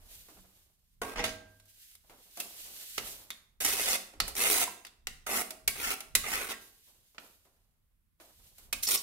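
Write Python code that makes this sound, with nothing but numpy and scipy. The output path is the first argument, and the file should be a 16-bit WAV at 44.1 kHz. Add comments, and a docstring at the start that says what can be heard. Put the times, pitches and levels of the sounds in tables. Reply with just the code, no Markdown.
"""In a small workshop, a rusty steel offcut is laid on a steel plate on a wooden table; gloved hands slide over it.
A hard-tipped scriber is set down with a tick and dragged through the rust in short strokes.
Grit breaking under the tip drives the dense modes of the sheet; cloth and palm are swelling filtered noise.
Each contact is a burst of rattle with a ping; the room adds a short tail, over a low rumble and faint hiss."""
import sys
import numpy as np
from scipy import signal
from scipy.fft import rfft, irfft, next_fast_len
from scipy.io import wavfile

SR = 44100
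rng = np.random.default_rng(int(sys.argv[2]) if len(sys.argv) > 2 else 0)


def materialize(psi):
    """Save the field psi as 16-bit PCM at rate SR to the path in sys.argv[1].

    A 1-D psi becomes a single channel; in a 2-D psi each row is a channel.
    """
    bounded = np.clip(np.atleast_2d(psi).T, -1, 1)
    quanta = np.round(bounded * 32767).astype(np.int16)
    wavfile.write(sys.argv[1], SR, quanta)


N = 397782

# colour of rust grains breaking and of contact rattle: pitch_hz [Hz], level_db [dB per Hz, relative]
GRIT_COLOUR = [(120, -41), (200, -11), (310, -12), (407, -6), (597, -8.5), (716, -3.5), (1030, -9),
               (1380, -2), (1630, -8.5), (2060, 0), (3140, -4), (6050, -3.5), (11200, 0), (13700, -6.5),
               (15600, -7.5)]
# modes of the offcut: pitch_hz [Hz], level_db [dB, relative], t60_s [s, ringing freely]
SHEET_MODES = [(484, -8, .25), (637, -7, .7), (760, -8, .25), (965, -9, .2), (1106, -4, .2),
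               (1463, -8, .12), (1593, -10, 1.2), (1890, -9, .1), (2075, -8, .1), (2304, -16, .25),
               (2525, -9, .12), (3192, -12, .2), (3644, -6, .2), (3817, -10, .2), (4400, -6, .25)]


def amp(db):
    """Decibels to gain."""
    return 10 ** (np.asarray(db) / 20)


def rms_one(x):
    """Scale to unit rms."""
    return x / np.sqrt(np.mean(x ** 2) + 1e-20)


def at_hz(points, hz):
    """Read a table on a log-frequency axis."""
    pitch_hz, values = np.array(points)[:, 0], np.array(points)[:, 1]
    return np.interp(np.log(hz + 1), np.log(pitch_hz), values)


def colour(x, spectrum):
    """Shape white input by a spectrum, keeping its power."""
    size = next_fast_len(x.shape[-1])
    gain = amp(at_hz(spectrum, np.arange(size // 2 + 1) * SR / size))
    return irfft(rfft(x, size) * rms_one(gain), size)[..., :x.shape[-1]]


def pair(size):
    """Left and right noise, alike in the bass and unlike in the treble."""
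    # stereo likeness: pitch_hz [Hz], left-right correlation [-1 to 1]
    likeness = [(30, .93), (60, 0.57), (150, 1), (380, 0.85), (950, 0.5), (2380, -0.28), (5980, -0.2),
                (15000, 0.21)]
    mid, side = rfft(rng.standard_normal((2, size)))
    alike = np.clip(at_hz(likeness, np.arange(size // 2 + 1) * SR / size), -.95, .95)
    spectra = np.sqrt(1 + alike) * mid + np.sqrt(1 - alike) * side * [[1], [-1]]
    return irfft(spectra, size) / np.sqrt(2)


def coloured_pair(spectrum):
    """Stereo noise of one colour for the whole scene."""
    return colour(pair(next_fast_len(N))[:, :N], spectrum)


def drift(rate_hz):
    """Slow random wander of unit rms: noise through two equal one-pole lowpasses."""
    r = np.exp(-2 * np.pi * rate_hz / SR)
    wander = signal.lfilter([1], [1, -2 * r, r * r], rng.standard_normal(N + SR))
    return rms_one(wander[SR:])     # the filter settles during the first second


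def resonance(x, hz, width_hz):
    """One resonance with gain 1 on top."""
    r, w = np.exp(-np.pi * width_hz / SR), 2 * np.pi * hz / SR
    return signal.lfilter((1 - r * r) / 2 * np.array([1, 0, -1]), [1, -2 * r * np.cos(w), r * r], x)


def bands(x, gains):
    """Give body, middle, bite and edge of a contact sound their own envelopes; each band has unit power."""
    size = next_fast_len(N)
    hz, spectrum = np.arange(size // 2 + 1) * SR / size, rfft(x, size)
    below = [1 / (1 + (hz / split_hz) ** 6) for split_hz in (1200, 3000, 6000)]
    below = [hz * 0] + below + [hz * 0 + 1]
    out = 0
    for gain, lower, upper in zip(gains, below, below[1:]):
        out = out + gain * rms_one(irfft(spectrum * (upper - lower), size)[:, :N])
    return out


def swells(rows):
    """Gain of sounds that rise to a rounded peak and fall, straight in dB."""
    rounding = 0.074    # share of the rise and fall over which the peak is rounded
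    t, gain = np.arange(N) / SR, 0
    for peak_s, db, rise_s, fall_s in rows:
        away = np.maximum((peak_s - t) / max(rise_s, .003), (t - peak_s) / max(fall_s, .003))
        gain = gain + amp(db - 20 * (np.hypot(away, rounding) - rounding))
    return gain


def effort():
    """Gains of four bands: each stroke's level moves from start through a turning level, louder or softer, to its end."""
    # strokes and slides of steel on steel: start_s, turn_s, end_s [s],
    # start_db, turn_db, end_db [dB, middle band 1.2-3 kHz],
    # body_db (below 1.2 kHz), bite_db (3-6 kHz), edge_db (above 6 kHz) [dB re middle]
    strokes = [(1.018, 1.044, 1.14, -45, -54, -58, 6.5, -5, 1.5),
               (1.16, 1.198, 1.25, -46, -41, -51.5, -3, -8, -17),
               (1.241, 1.262, 1.368, -37, -45.5, -67, -4.5, 1, -2.5),
               (3.605, 3.61, 3.67, -48.5, -45.5, -52, -4.5, -0.5, 12),
               (3.648, 3.703, 3.764, -40.5, -40, -46.5, -5.5, 1.5, 8),
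               (3.769, 3.887, 3.962, -46, -41, -45.5, -3, 3.5, 9),
               (4.354, 4.418, 4.641, -47.5, -38, -40, -4, -1, 8.5),
               (5.266, 5.38, 5.42, -47, -41, -44.5, -1, -6.5, 6.5),
               (5.757, 5.866, 5.94, -51, -38, -41, -7, -7.5, 1),
               (6.237, 6.353, 6.48, -48, -37.5, -51, -6.5, -9.5, 0.5),
               (6.489, 6.54, 6.527, -47, -45.5, -46.5, -2.5, 0.5, 3.5),
               (8.827, 8.835, 8.866, -66, -50.5, -65.5, -5.5, 14.5, 22),
               (8.875, 8.935, 8.956, -49, -44, -43.5, -2.5, 8, 16)]
    t, gains = np.arange(N) / SR, np.zeros((4, N))
    for start, turn, end, start_db, turn_db, end_db, body_db, bite_db, edge_db in strokes:
        gate = np.interp(t, [start - .003, start, end, end + .008], [0, 1, 1, 0])
        level_db = np.interp(t, [start, turn, end], [start_db, turn_db, end_db])
        gains += gate * amp(level_db) * amp([[body_db], [0], [bite_db], [edge_db]])
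    return gains


def rumble():
    """Lumpy lows carried by table and building, over the faint hiss of the microphones."""
    # colour of the lows, then of the hiss: pitch_hz [Hz], level_db [dB per Hz, relative]
    low_colour = [(13, -45), (22, 4.5), (76, -2), (250, -21.5), (320, -48), (550, -120)]
    hiss_colour = [(88, -37), (150, 2), (699, -24), (1010, -17), (2080, -18), (6450, -25.5), (12000, -16),
                   (15800, -19.5)]
    # the table is jolted: peak_s [s], level_db [dB]
    jolts = [(.02, -62), (.17, -64), (.37, -61.5), (1.03, -58), (1.2, -47), (2.1, -74), (2.63, -69),
             (3.01, -52.5), (3.63, -59), (4.23, -47), (5.09, -52), (5.69, -48.5), (6.17, -46.5), (8.4, -67),
             (8.64, -60.5), (8.77, -56.5)]
    rest_db, drag_db, hiss_db = -74, -18.5, -81     # drag_db is relative to the stroke
    rise_s, fall_s = 0.067, 0.18                    # per 20 dB
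    level = amp(rest_db) + amp(drag_db) * effort()[1]
    level = level + swells([(s, db, rise_s, fall_s) for s, db in jolts])
    low = rms_one(coloured_pair(low_colour)) * level * amp(0.59 * drift(34))
    hiss = rms_one(colour(rng.standard_normal((2, N)), hiss_colour))
    return low + amp(hiss_db) * hiss


def gloves():
    """Knitted cloth brushing rust gives a smooth hiss; a palm on the table a duller rub."""
    # colours of cloth and palm: pitch_hz [Hz], level_db [dB per Hz, relative]
    cloth_colour = [(880, -38.5), (1500, -8.5), (2670, -1.5), (2920, 0.5), (3220, 0), (4040, 0.5),
                    (5470, -1), (14700, 2), (15600, -11.5)]
    palm_colour = [(71, -62.5), (120, -13), (181, -1.5), (250, 0.5), (621, 2), (1200, -3), (4000, -15),
                   (5200, -57.5), (8800, -120)]
    # cloth brushing rust: peak_s [s], level_db [dB], rise_s, fall_s [s per 20 dB]
    brushes = [(.01, -66, .1, .6), (0.125, -54, .06, .28), (.4, -66, .5, .14), (.56, -69, .12, .12),
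               (.62, -73, .04, .2), (.93, -77, .3, .15), (1.5, -68, .1, .5), (1.695, -65, .03, .07),
               (1.83, -55, .13, .14), (1.935, -63, .1, .07), (2.11, -64, .1, .15), (2.235, -61, .13, .18),
               (2.41, -46, .09, .2), (2.62, -47, .15, .26), (2.8, -50, .09, .3), (2.95, -61, .3, .1),
               (3.09, -43, .25, .19), (4.28, -49, .05, .08), (6.62, -56, .05, .25), (6.876, -64, .1, .15),
               (7.12, -69, .5, .2), (7.2, -61, .02, .42), (8.21, -61, .012, .35), (8.47, -62, .17, .11),
               (8.585, -62, .05, .1), (8.64, -64, .1, .1)]
    # a palm rubbing the table: peak_s [s], level_db [dB], fall_s [s per 20 dB]
    palm_rubs = [(0.0, -67.5, 0.48), (0.289, -66.5, 0.38), (1.45, -73, 0.5), (1.78, -79.5, 0),
                 (1.95, -79, 0), (2.04, -72, 0.3), (2.104, -64.5, .25), (2.38, -56.5, 0.33),
                 (2.655, -64.5, .4), (2.99, -53, 0.3), (4.13, -63, 0.33), (4.22, -54, .12),
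                 (6.875, -72, 0.27), (7.188, -57, 0.16), (7.452, -76.5, 0.46), (8.205, -62, 0.22),
                 (8.4, -79.5, .5), (8.588, -72, .3)]
    palm_rise_s = 0.007     # per 20 dB
    hiss = rms_one(coloured_pair(cloth_colour)) * swells(brushes) * amp(1.0 * drift(27))
    rub = rms_one(coloured_pair(palm_colour)) * amp(2.3 * drift(21))
    return hiss + rub * swells([(s, db, palm_rise_s, fall) for s, db, fall in palm_rubs])


def ticks():
    """Each contact rattles and pings; it rings the table and the nearest sheet modes, shorter under the palm."""
    # contacts: start_s [s], level_db [dB], edge_db, ping_db [dB re level], ping_hz [Hz]
    knocks = [(0.2854, -54.5, -17, 5, 306), (0.372, -63, -20, 9, 190), (2.0966, -54, -3, -2, 604),
              (2.3722, -44, 5, 3, 716), (4.137, -55, -10, 4.5, 310), (4.2793, -39, 9.5, -11, 716),
              (7.1464, -58.5, -7, -8, 610), (7.4517, -65, -7, -8, 504), (8.2001, -53, -6, 4, 644),
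              (8.5829, -57, 10, -15.5, 475)]     # padded fingers
    clanks = [(1.0157, -29.5, 4, -0.5, 1140), (1.1619, -38.5, -11, -17, 2480),
              (1.1828, -31.5, -24, -9, 740), (1.1932, -27, -16.5, 0, 467), (1.2397, -27, -2.5, -6, 1940),
              (1.2607, -28, -5, -10, 1700)]     # the offcut settling on the plate
    taps = [(1.598, -48.5, 1, -17, 1580, .003), (1.6549, -63, 12, -8, 1570, .002),
            (1.9117, -55, 5, -12, 4740, .001), (1.9515, -52, 9.5, -5, 3400, .001),
            (2.3999, -26.5, 11, -2, 2700, .004), (2.9792, -17.5, -6, -13, 2075, .0015),
            (3.304, -30, -1.5, 3.5, 3560, .0004), (3.6036, -29.5, 4.5, -4, 1640, .003),
            (4.2015, -15, -5, -2, 4450, .0005), (4.849, -36, -4, -5.5, 4870, .001),
            (4.866, -37, 0, -9, 3400, .003), (5.07, -24.5, -3.5, -11.5, 2600, .0005),
            (5.2656, -35.5, 4.5, 4.5, 1280, .004), (5.5056, -32, 6.5, -3.5, 642, .002),
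            (5.6764, -16.5, 10.5, -2, 2280, .0025), (6.0044, -33, 6, -11, 790, .002),
            (6.151, -11.5, 8.5, -4, 2040, .0025), (7.1814, -30.5, -25.5, -16.5, 935, .0008),
            (8.7268, -18.5, 6, -3, 2510, .0025)]         # a hard point meets or leaves the steel; one more column: attack_s [s]
    snags = [(3.6171, -24, 17.5, -14, 2240), (3.6463, -27, 17.5, -16.5, 2940), (3.939, -21, 11, -3, 3430),
             (3.9641, -22, 15, -7, 5600), (4.3527, -43, 1.5, -10, 5450), (4.5456, -20, 11.5, -4, 1990),
             (4.5749, -20, -15, -4.5, 1020), (4.642, -28, 6, -9, 2000), (4.673, -21.5, 12, -5, 975),
             (5.9259, -30, 10.5, -4, 754), (6.2364, -29.5, 16.5, -0.5, 1220), (6.4357, -30, 5, 1, 1500),
             (6.4681, -32, 18, -19, 2200), (6.49, -23.5, 8.5, -6, 1400), (6.5309, -23, 9.5, -7, 1950),
             (8.869, -24.5, 22, 9, 5250), (8.9294, -27, 10, 3, 3740), (8.958, -22, 13.5, -5, 5380),
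             (8.9741, -21.5, 15, 2, 5480)]       # the moving tip catches on a ridge of rust
    # shared by a kind: attack_s [s, 0.0002 at least; taps have their own], body_db [dB re level],
    # rattle_t60_s [s, before each band's stretch], ring_db [dB re ping, ringing of the sheet]
    knock_kind = (-1.5, -2.5, 0.09, -27.5)
    clank_kind = (0.2, -6, .022, -2.5)
    tap_kind = (-16.5, .034, -13.5)
    snag_kind = (0.1, -15.5, 0.0309, -17.5)
    # table top and plate: pitch_hz [Hz], level_db [dB, relative], t60_s [s]
    table_modes = [(37.3, -1.5, 0.091), (99.4, -14, 1), (177, -6.5, 0.21), (218, 3, 0.2), (268.6, -2, 0.21),
                   (404, -13.5, .15)]
    hand_on_s, hand_damping_db_per_s = 2.3, 40  # a palm holds the sheet from here on; extra decay at 1 kHz
    ping_width = .06                            # share of its centre
    nearness_db_per_octave = 16.5               # modes far from the ping are struck less
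    bite_follows_edge = .3                      # share of edge_db that reaches down to 3-6 kHz

    kinds = ((clanks, clank_kind), (taps, tap_kind), (snags, snag_kind), (knocks, knock_kind))
    contacts = [(*row, *kind) for rows, kind in kinds for row in rows]
    size, rattle_size = 24576, 8192
    t = np.arange(size) / SR
    short_t = t[:rattle_size]
    hz, mode_db, mode_t60 = np.array(SHEET_MODES).T[:, :, None]
    free = amp(-60 * t / mode_t60) * np.sin(2 * np.pi * hz * t) * (1 - np.exp(-t / .001))
    # the palm damps higher modes faster, levelling off from 2 kHz
    held = free * amp(-hand_damping_db_per_s * np.minimum(hz / 1000, 2) ** 2 * t)
    thud = sum(amp(db - 60 * t / t60) * np.sin(2 * np.pi * f * t) for f, db, t60 in table_modes)
    thud = thud * (1 - np.exp(-t / 0.0024))
    stretch = np.array([2.2, 0.98, 1.6, 0.9])[:, None, None]    # the body lasts longer than the edge

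    envelope, rings = np.zeros((4, 2, N + size)), np.zeros((2, N + size))
    for start_s, level_db, edge_db, ping_db, ping_hz, attack, body_db, t60, ring_db in contacts:
        i, gain, t60 = int(start_s * SR), amp(level_db), max(t60, .005)
        shape = (1 - np.exp(-short_t / max(attack, .0002))) * amp(-60 * short_t / (t60 * stretch))
        shape = shape * (1 + 1.04 * np.exp(-short_t / 0.0026))  # the first touch cracks
        band_db = np.array([body_db, -4, bite_follows_edge * edge_db - 4.5, edge_db]) - 6.5
        envelope[..., i:i + rattle_size] += amp(band_db)[:, None, None] * gain * shape

        burst = rng.standard_normal(size) * (1 - np.exp(-t / .001)) * amp(-60 * t / (2.5 * t60))
        ping = resonance(burst, ping_hz, ping_width * ping_hz) * np.sqrt(SR / ping_hz) * amp(ping_db - 3)
        luck_db = 2.5 * rng.normal(0, 1, hz.shape)
        distance_db = nearness_db_per_octave * abs(np.log2(hz / ping_hz))
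        strength_db = ping_db + ring_db + mode_db + luck_db - distance_db
        modes = amp(strength_db[:, 0]) @ (held if start_s > hand_on_s else free)
        rings[:, i:i + size] += gain * (ping + modes) + amp(level_db + body_db + ring_db - 7) * thud
    rattle = bands(coloured_pair(GRIT_COLOUR), envelope[..., :N])
    return rings[:, :N] + rattle


def grit(per_s, spread_db, clump_db):
    """Rust grains break at random, uneven and in clumps; the sheet smears each into a short noisy ring."""
    smear_t60_s = 0.017
    sizes = amp(spread_db * np.minimum(rng.exponential(1, N), 5)) * rng.choice([-1, 1], N)
    clumps = amp(clump_db * (0.16 * drift(50) + .9 * drift(140)))
    grains = sizes * (rng.random(N) < per_s / SR) * clumps
    # the tip reaches a new spot about every 20 ms, blending in; each of eight spots radiates in its own way
    step = (np.arange(N) + rng.integers(0, 900, N)) // 900
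    spot = rng.integers(0, 8, N // 900 + 2)[step]
    t, out = np.arange(2048) / SR, 0
    for k in range(8):
        smear = pair(2048) * amp(-60 * t / smear_t60_s)
        out = out + signal.oaconvolve((grains * (spot == k))[None], smear, axes=1)[:, :N]
    return colour(out, GRIT_COLOUR)


def scriber():
    """The tip ploughing through rust; the scrape keeps the modes of the sheet sounding."""
    scrape_db = 2.5                     # added to every stroke
    ring_db, ring_share = 15, 0.65      # for a mode 1 Hz wide; share of its free t60
    grains = grit(per_s=3500., spread_db=2.5, clump_db=2.0)
    scrape = bands(grains, effort() * amp(scrape_db))
    drive = scrape.mean(0) + 1e-18
    modes = 0
    for hz, db, t60 in SHEET_MODES:
        width_hz = np.log(1000) / np.pi / (t60 * ring_share)
        modes = modes + amp(db + 1.7 * drift(6.5)) / np.sqrt(width_hz) * resonance(drive, hz, width_hz)
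    return scrape + amp(ring_db) * modes


def workshop(x):
    """Diffuse tail: octave bands of noise, each dying at its own rate after a short build-up."""
    # decay of the room: pitch_hz [Hz], t60_s [s]
    room_decay = [(100, 1), (260, 0.65), (700, 0.55), (1840, 0.46), (4850, 0.43), (12800, 0.4)]
    size = 32768
    t, tail = np.arange(size) / SR, 0
    for low_hz in 40 * 2. ** np.arange(9):
        octave = signal.butter(2, [low_hz, 2 * low_hz], "band", fs=SR, output="sos")
        noise = signal.sosfilt(octave, pair(size))
        tail = tail + noise * amp(-60 * t / at_hz(room_decay, low_hz * np.sqrt(2)))
    tail = tail * (1 - np.exp(-t / 0.0018))
    return signal.fftconvolve(x, rms_one(tail) / np.sqrt(size), axes=1)[:, :N]


def scene():
    """Contacts on the sheet ring in the room; hands and rumble lie around them."""
    room_db = -8.5
    steel = scriber() + ticks()
    return steel + amp(room_db) * workshop(steel) + gloves() + rumble()


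def record(dry):
    """The right microphone is a little more sensitive; the top is cut steeply."""
    cutoff_hz = 15750
    lowpass = signal.ellip(10, .5, 70, cutoff_hz, fs=SR, output="sos")
    return signal.sosfilt(lowpass, dry * amp([[-1], [1]]))     # left, right gain in dB


dry = scene()
out = record(dry)
materialize(out)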